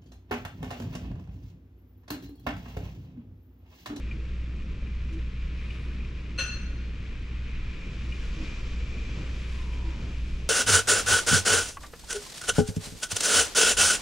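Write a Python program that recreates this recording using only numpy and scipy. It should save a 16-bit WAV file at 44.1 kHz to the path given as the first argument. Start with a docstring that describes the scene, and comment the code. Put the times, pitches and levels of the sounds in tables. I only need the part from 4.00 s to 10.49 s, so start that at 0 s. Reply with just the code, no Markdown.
"""Hurricane wind and rain, heard from behind a closed glass door. The wind rumbles on the house and
bumps it now and then. Rain hisses through the pane and brightens with each gust, while single drops
and small knocks hit the door. Indoors an appliance hums, and a dish clinks once across the
hard-walled room. Near the end, air whistles briefly through a gap."""
import sys
import numpy as np
from scipy import signal
from scipy.fft import rfft, irfft, next_fast_len
from scipy.io import wavfile

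SR = 44100
rng = np.random.default_rng(int(sys.argv[2]) if len(sys.argv) > 2 else 0)


def wav_out(sig):
    """Save sig, one row per channel (or a flat mono array), as 16-bit PCM at SR to the path in sys.argv[1]."""
    wavfile.write(sys.argv[1], SR, np.round(np.clip(np.atleast_2d(sig).T, -1, 1) * 32767).astype(np.int16))


N = 286209
TIME = np.arange(N) / SR


def from_db(db):
    """Turn decibels into a number to multiply by."""
    return 10 ** (np.asarray(db) / 20)


def unit_level(x):
    """Scale a signal so that its average level (rms) is 1."""
    return x / np.sqrt(np.mean(x ** 2) + 1e-20)


def in_time(rows):
    """Join a table's timed points with straight lines, one curve for each column after the time."""
    times, *columns = np.transpose(rows)
    return [np.interp(TIME, times, column) for column in columns]


def at_pitch(points, hz):
    """Read between a table's pitches, with octaves evenly spaced."""
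    pitches, values = np.transpose(points)
    return np.interp(np.log(hz), np.log(pitches), values)


def pan(left_db):
    """Left and right gains, with the left louder by left_db."""
    return from_db(np.array([[.5], [-.5]]) * left_db)


def drift(rate_hz):
    """A smooth random wobble of typical size 1; a higher rate wobbles faster."""
    keep = np.exp(-80 * np.pi * rate_hz / SR)
    noise = rng.standard_normal(N // 40 + 2002)  # one value for every 40 samples
    slow = signal.lfilter([1], [1, -2 * keep, keep * keep], noise)[2000:]
    return np.interp(np.arange(N) / 40, np.arange(len(slow)), unit_level(slow))


def swells(rows):
    """Add up smooth rises and falls, one for each (peak_s, height, half_length_s) row."""
    return sum(height * np.exp(-.5 * ((TIME - peak_s) / half_s) ** 2) for peak_s, height, half_s in rows)


def white():
    """Two unrelated, even hisses."""
    return rng.standard_normal((2, N))


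def strike(rows, sound):
    """Play a sound once for each (start_s, level_db) row."""
    out = np.zeros((2, N))
    for start_s, level_db in rows:
        start = int(start_s * SR)
        part = sound[:, :N - start]
        out[:, start:start + part.shape[1]] += from_db(level_db) * part
    return out


# How much the two sides differ, compared with what they share: pitch_hz, width_db
STEREO_WIDTH = [(30, -28), (130, -27), (280, -20), (450, -15), (720, -6.5), (1300, -9), (2800, -7.5),
                (5500, -8), (12000, -6.5)]
# How far the left wave runs ahead of the right: pitch_hz, lead_radians
LEFT_LEAD = [(600, 0), (860, -.55), (1640, -.4), (3500, -.55), (4300, 0)]
# How much louder the left side is: pitch_hz, left_db
LEFT_BALANCE = [(250, 0), (450, .5), (720, -.5), (1200, 2.4), (3000, 1.6), (6000, 1.1), (9000, 1.2),
                (14000, 6)]
def diffuse(pair, tone):
    """Give two noises a tone and spread them from left to right, alike in the bass; level 1."""
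    size = next_fast_len(N, True)
    hz = np.maximum(np.arange(size // 2 + 1) * SR / size, 1)
    octaves_outside = np.abs(np.log2(hz / np.clip(hz, tone[0][0], tone[-1][0])))
    middle, side = rfft(pair, size) * from_db(at_pitch(tone, hz) - 30 * octaves_outside)
    width = from_db(at_pitch(STEREO_WIDTH, hz))
    both = (middle + width * side * [[1], [-1]]) / np.sqrt(1 + width ** 2)
    both[0] *= np.exp(1j * at_pitch(LEFT_LEAD, hz))
    both *= pan(at_pitch(LEFT_BALANCE, hz))
    return unit_level(irfft(both, size)[:, :N])


# How long the room's echo takes to fade by 60 dB: pitch_hz, fade_s
ROOM_FADE = [(300, 0.93), (1500, 1), (4000, 0.57), (8000, 0.79), (14000, 0.43)]
def room_echo(noise, build_s):
    """Reflections from the walls build up, then each octave dies away at its own speed."""
    t, edges_hz = TIME[:SR], np.geomspace(250, 16000, 7)
    out = 0
    for low, high in zip(edges_hz, edges_hz[1:]):
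        band = signal.sosfilt(signal.butter(2, [low, high], "band", fs=SR, output="sos"), noise[:, :SR])
        out = out + band * from_db(-60 * t / at_pitch(ROOM_FADE, np.sqrt(low * high)))
    return out * (1 - np.exp(-t / build_s))


# A short gust, then a long one, as changes from the usual strength: time_s, wind_db, rainfall_db
GUSTS = [(0, -1.5, -2.5), (.45, -2.5, -3.5), (1.4, -2, -2), (1.65, -0.5, 1), (1.85, -1, 0.5),
         (2.1, -1.7, -2), (3.0, -1, -1.5), (3.25, -1.2, -1), (3.6, -0.6, 1), (3.85, 1.7, 0.1),
         (4.45, 5.5, 1.9), (4.85, 4, 0.8), (5.2, 4.5, 1.5), (5.9, 3, -0.5), (6.49, 2, -2.5)]
# Shoves of air against the walls: peak_s, swell_db, half_length_s
AIR_SHOVES = [(.14, 3.5, 0.11), (.55, 3, 0.074), (.75, 2.5, 0.13), (1.78, 0.5, .06), (2.05, 2.5, 0.2),
              (2.75, 2.5, .1), (3.88, 2.5, .06), (4.4, 2.5, 0.084), (4.73, -0.5, 0.083), (4.96, 3, .03),
              (5.19, 5.5, .08), (5.58, 0, 0.076), (6.03, 8, 0.051)]
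# The tone of the wind's deep rumble, low rush and hollow roar: pitch_hz, relative_db
RUMBLE_TONE = [(12, -0.5), (22, -1.5), (32, 0.5), (43, -6), (60, -6), (90, -13), (130, -23), (190, -24.5),
               (300, -39.5)]
RUSH_TONE = [(70, -7.5), (90, 2.5), (150, 2.5), (220, -2.5), (310, -8), (420, -13.5), (540, -19.5),
             (660, -37), (820, -41.5)]
ROAR_TONE = [(200, -6.5), (330, -2), (480, -1.5), (580, -6), (700, -10), (850, -13), (1300, -11),
             (2000, -20)]
def wind(rumble_db=-36, rush_db=-45, roar_db=-58, flutter_db=0.52):
    """The walls let only the low part of the wind through; gusts add a hollow roar above it."""
    wind_db, _ = in_time(GUSTS)
    shove_db = swells(AIR_SHOVES)
    rumble = from_db(rumble_db + 0.37 * wind_db) * diffuse(white(), RUMBLE_TONE)
    rush = from_db(rush_db + 0.076 * wind_db + shove_db) * diffuse(white(), RUSH_TONE)
    roar = from_db(roar_db + 1.01 * wind_db + 0.62 * shove_db) * diffuse(white(), ROAR_TONE)
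    return rumble + (rush + roar) * from_db(flutter_db * drift(8.2))


def shower(per_s, spread_db):
    """Tiny drops land at random: two unrelated streams of clicks of uneven size."""
    sizes = from_db(spread_db * np.minimum(rng.exponential(1, (2, N)), 4))
    return unit_level(white() * sizes * (rng.random((2, N)) < per_s / SR))


# The tone of the rain's patter, brighter spray and finest mist: pitch_hz, relative_db
PATTER_TONE = [(600, -20), (830, -16), (1000, -5), (1400, -4.5), (2000, -1.5), (2500, 1.5), (3100, -5.5),
               (4000, -10.5), (5500, -21)]
SPRAY_TONE = [(1800, -14), (3000, 4), (4200, -1.5), (5500, -2), (7000, -7), (7800, -10.5), (9000, -31.5),
              (12000, -42)]
MIST_TONE = [(6000, -8), (8000, -3), (9300, -3.5), (10500, -10.5), (12000, -11), (14000, -26)]
# Sheets of mist blown past the door: peak_s, swell_db, half_length_s
MIST_SHEETS = [(.15, 0, .08), (.6, 2, 0.044), (1.15, 4, .05), (1.8, 7, .14), (4.2, 4, .12),
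               (5.57, 7.5, 0.18), (6.35, 6, 0.23)]
def rain(patter_db=-51, spray_db=-61, mist_db=-81, flutter_db=0.5):
    """Countless drops merge into a hiss; gusts add spray and mist and make the glass sing."""
    wind_db, rainfall_db = in_time(GUSTS)
    patter = singing_pane(wind_db) + diffuse(shower(per_s=9000, spread_db=-0.5), PATTER_TONE)
    patter *= from_db(patter_db + rainfall_db)
    spray = diffuse(shower(per_s=22000, spread_db=1.3), SPRAY_TONE)
    spray *= from_db(spray_db + 1.5 * wind_db)
    mist = diffuse(shower(per_s=12000, spread_db=0.5), MIST_TONE)
    mist *= from_db(mist_db + 0.96 * wind_db + swells(MIST_SHEETS))
    return (patter + spray + mist) * from_db(flutter_db * drift(8.5))


# Surges of wind that make the glass sing out: peak_s, swell_db, half_length_s
PANE_SURGES = [(.87, 7, 0.046), (2.02, -1, .05), (3.1, 4.5, .07), (3.74, 5.5, 0.14), (4.5, 6, 0.081),
               (4.95, 6, 0.13)]
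def singing_pane(wind_db, pitch_hz=2405, width_hz=85, relative_db=-8.5):
    """The glass lets one narrow band of the patter through best, and more so in strong wind."""
    keep = np.exp(-np.pi * width_hz / SR)  # share of the ring left after each sample
    feedback = [1, -2 * keep * np.cos(2 * np.pi * pitch_hz / SR), keep * keep]
    ring = signal.lfilter([1, 0, -1], feedback, diffuse(white(), PATTER_TONE))
    return from_db(relative_db + 0.53 * wind_db + swells(PANE_SURGES)) * unit_level(ring)


# The slow rise and fall of the hum: time_s, relative_db
HUM_LOUDNESS = [(0, -30), (.45, -28.5), (.73, -30.5), (1.05, -27), (1.3, -29), (2.35, -32.5), (2.85, -29.5),
                (3.1, -34.5), (3.33, -30.5), (3.85, -35.5), (4.07, -28), (4.42, -37.5), (4.64, -31),
                (5.8, -28), (6.1, -30.5), (6.49, -31)]
# The tones in the hum: multiple_of_mains, relative_db
HUM_TONES = [(1, -1), (2, -18.5), (3, -23.5)]
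def appliance_hum(mains_hz=60, gain_db=-3, waver_radians=0.081):
    """A motor drones at the pitch of the mains power, wavering slightly."""
    phase = 2 * np.pi * mains_hz * TIME + waver_radians * drift(7.5)
    tones = sum(from_db(db) * np.sin(multiple * phase + 2 * np.pi * rng.random())
                for multiple, db in HUM_TONES)
    return np.sqrt(2) * from_db(in_time(HUM_LOUDNESS)[0] + gain_db) * tones


# Single drops flung at the glass: start_s, splash_db, ring_db
DROP_HITS = [(.111, -60, -44.5), (.56, -58, -60), (0.621, -59, -54), (.869, -60, -50), (1.126, -49, -62),
             (1.138, -52, -57), (1.593, -64, -49), (1.704, -57, -45), (2.004, -66, -54),
             (2.046, -54.5, -50), (2.26, -64, -49), (3.189, -56, -60), (3.216, -56, -63), (3.297, -62, -53),
             (3.809, -64, -50), (4.122, -59, -40), (4.219, -53, -52), (4.398, -55, -49), (5.619, -58, -65),
             (5.733, -48, -50)]
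def drops(splat_s=0.011, ring_s=0.007, build_s=0.002, splash_gain_db=-4):
    """Each near drop makes a short, bright splat with a little echo, and rings the glass."""
    t = TIME[:SR]
    onset = 1 - np.exp(-t / build_s)
    hiss = diffuse(white(), SPRAY_TONE) + from_db(-14) * diffuse(white(), MIST_TONE)
    splat = hiss[:, :SR] * onset * np.exp(-t / splat_s)
    echo = from_db(-15) * room_echo(diffuse(white(), SPRAY_TONE), build_s=0.0027)
    splashes = strike([(start_s, db) for start_s, db, _ in DROP_HITS], splat + echo)
    ring_shape = pan(left_db=3) * onset * np.exp(-t / ring_s)
    rings = sum(strike([(start_s, db)], ring_shape * glass_ring(t)) for start_s, _, db in DROP_HITS)
    return from_db(splash_gain_db) * splashes + rings


# The notes of the glass when a drop hits it: pitch_hz, relative_db
GLASS_NOTES = [(1900, -11), (2405, 3.5), (2620, -2), (2880, -6), (3150, -9)]
def glass_ring(t, spread_db=6):
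    """Each drop lands on a different spot, so the glass rings with a random mix of its notes."""
    ring = 0
    for hz, db in GLASS_NOTES:
        strength = from_db(db + spread_db * rng.standard_normal())
        ring = ring + strength * np.sin(2 * np.pi * (hz * t + rng.random()))
    return ring


# Hollow bumps of the house in the wind: peak_s, pitch_hz, level_db, half_length_s
HOUSE_BUMPS = [(0.18, 328, -51, 0.036), (1.157, 324, -40.5, 0.023), (4.407, 318, -42.5, 0.027),
               (5.134, 305, -53, 0.053), (5.88, 320, -44.5, 0.026)]
def house_bumps(waver_hz=7, low_note_db=-11, low_note_ratio=0.79):
    """A gust leans on the house, and two hollow notes swell and fade."""
    out = 0
    for peak_s, hz, level_db, half_s in HOUSE_BUMPS:
        phase = 2 * np.pi * np.cumsum(hz + waver_hz * drift(14.4)) / SR
        notes = np.sin(phase) + from_db(low_note_db) * np.sin(low_note_ratio * phase)
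        out = out + np.sqrt(2) * notes * swells([(peak_s, from_db(level_db), half_s)])
    return out


# Dull taps on the door frame: start_s, pitch_hz, level_db
FRAME_TAPS = [(.821, 558, -43), (2.566, 544, -43)]
def frame_taps(ring_s=0.0077, build_s=0.0012):
    """Something blown against the frame gives a soft knock that dies at once."""
    t = TIME[:SR]
    shape = pan(0) * (1 - np.exp(-t / build_s)) * np.exp(-t / ring_s)
    return sum(strike([(start_s, db)], shape * np.sin(2 * np.pi * hz * t))
               for start_s, hz, db in FRAME_TAPS)


# The dish touches, then lands: start_s, strength_db
DISH_HITS = [(2.377, -5), (2.384, 4.5)]
# The tone of the crack as it hits: pitch_hz, relative_db
CRACK_TONE = [(300, -19), (520, 1), (750, -12.5), (1100, -3.5), (1700, 1.5), (2800, 2.5), (4200, -7.5),
              (6300, -7), (7800, -17), (9200, -27), (11500, -29), (14000, -46)]
def dish_clink(build_s=0.0082, touch_s=0.015, crack_s=0.019, ring_db=0.45, crack_db=-34, echo_db=-36.5):
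    """The dish touches briefly, then lands and rings freely, over a crack that dies in the room."""
    t, (touch, landing) = TIME[:SR], DISH_HITS
    onset = 1 - np.exp(-t / build_s)
    ring = strike([touch], dish_ring() * onset * np.exp(-t / touch_s))
    ring += strike([landing], dish_ring() * onset)
    crack = from_db(crack_db) * diffuse(white(), CRACK_TONE)[:, :SR] * onset * np.exp(-t / crack_s)
    echo = from_db(echo_db) * room_echo(diffuse(white(), CRACK_TONE), build_s)
    return from_db(ring_db) * ring + strike(DISH_HITS, crack + echo)


# The notes of the dish: pitch_hz, flare_db, lasting_db, fade_s (to fall 60 dB), left_db
DISH_NOTES = [(533, -35, -54, .45, -1), (1085, -47, -55, .5, 3), (1459, -30.5, -42, .95, 2),
              (1528, -48, -47.5, .58, 3), (1680, -49, -50, .45, -1), (1766, -56, -49, .55, 0),
              (1826, -51, -47, .42, -1), (2480, -41, -54, .6, 6), (2670, -29, -37, .62, 1),
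              (2702, -44, -39, .82, 3), (2760, -38, -47, .45, 3), (2860, -43, -55, .45, 4),
              (3052, -48, -48, .55, 1), (3225, -45, -58, .6, -1), (3450, -51, -54, .62, -1),
              (3924, -44, -55, .35, 2), (4032, -47, -50, .48, 1), (4156, -43, -45, .35, 4),
              (4236, -27.5, -39.3, .88, 6), (5960, -46, -55, .6, 3), (6064, -46, -43, .74, 1),
              (6148, -44, -45.5, .66, 3), (6298, -44, -52, .58, 7), (8184, -41.5, -53.5, .58, 4),
              (9770, -66, -75, .6, 1), (10540, -55, -62.5, .5, 5), (10780, -69, -76, .45, 2),
              (11440, -70, -76, .55, 3), (13200, -67, -80, .45, 9), (13440, -63, -72, .44, 7)]
def dish_ring(echo_share=0.63, build_s=0.016, flare_s=0.0096):
    """Each note flares cleanly, then rings on, wavering more and more as reflections pile up."""
    t, ring = TIME[:SR], 0
    blur = echo_share * (1 - np.exp(-t / build_s))
    for hz, flare_db, lasting_db, fade_s, left_db in DISH_NOTES:
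        phase = 2 * np.pi * (hz * t + rng.random())
        wobble = (.88 * drift(24) + .47 * drift(100))[:4 * SR].reshape(2, 2, SR)
        echoes = wobble[0] * np.sin(phase) + wobble[1] * np.cos(phase)
        tone = (1 - blur ** 2) * np.sin(phase) + blur * echoes
        flare = from_db(flare_db) * np.exp(-t / flare_s) * np.sin(phase)
        ring = ring + pan(left_db) * (flare + from_db(lasting_db - 60 * t / fade_s) * tone)
    return ring


def gap_whistle(start_s=5.46, pitch_hz=1050, sink_hz_per_s=200, width_hz=65, level_db=-56):
    """As the long gust eases, air swirling past the edge of a gap makes a breathy, sinking note."""
    corners_s = start_s + np.cumsum([0, 0.14, 0.29, 0.31])  # rise, hold, fade
    shape = np.interp(TIME, corners_s, [0, 1, 1, 0])
    phase = 2 * np.pi * np.cumsum(pitch_hz - sink_hz_per_s * (TIME - start_s)) / SR
    middle, side = [drift(width_hz) * np.cos(phase) + drift(width_hz) * np.sin(phase) for _ in range(2)]
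    return from_db(level_db) * shape * unit_level(middle + from_db(-8) * side * [[1], [-1]])


def scene():
    """The storm outside and the room inside, heard together."""
    return (wind() + rain() + appliance_hum() + drops() + house_bumps() + frame_taps()
            + dish_clink() + gap_whistle())


def record(dry):
    """The highest treble, above 14000 Hz, is cut off steeply."""
    return signal.sosfilt(signal.ellip(10, .1, 80, 14000, fs=SR, output="sos"), dry)


dry = scene()
out = record(dry)
wav_out(out)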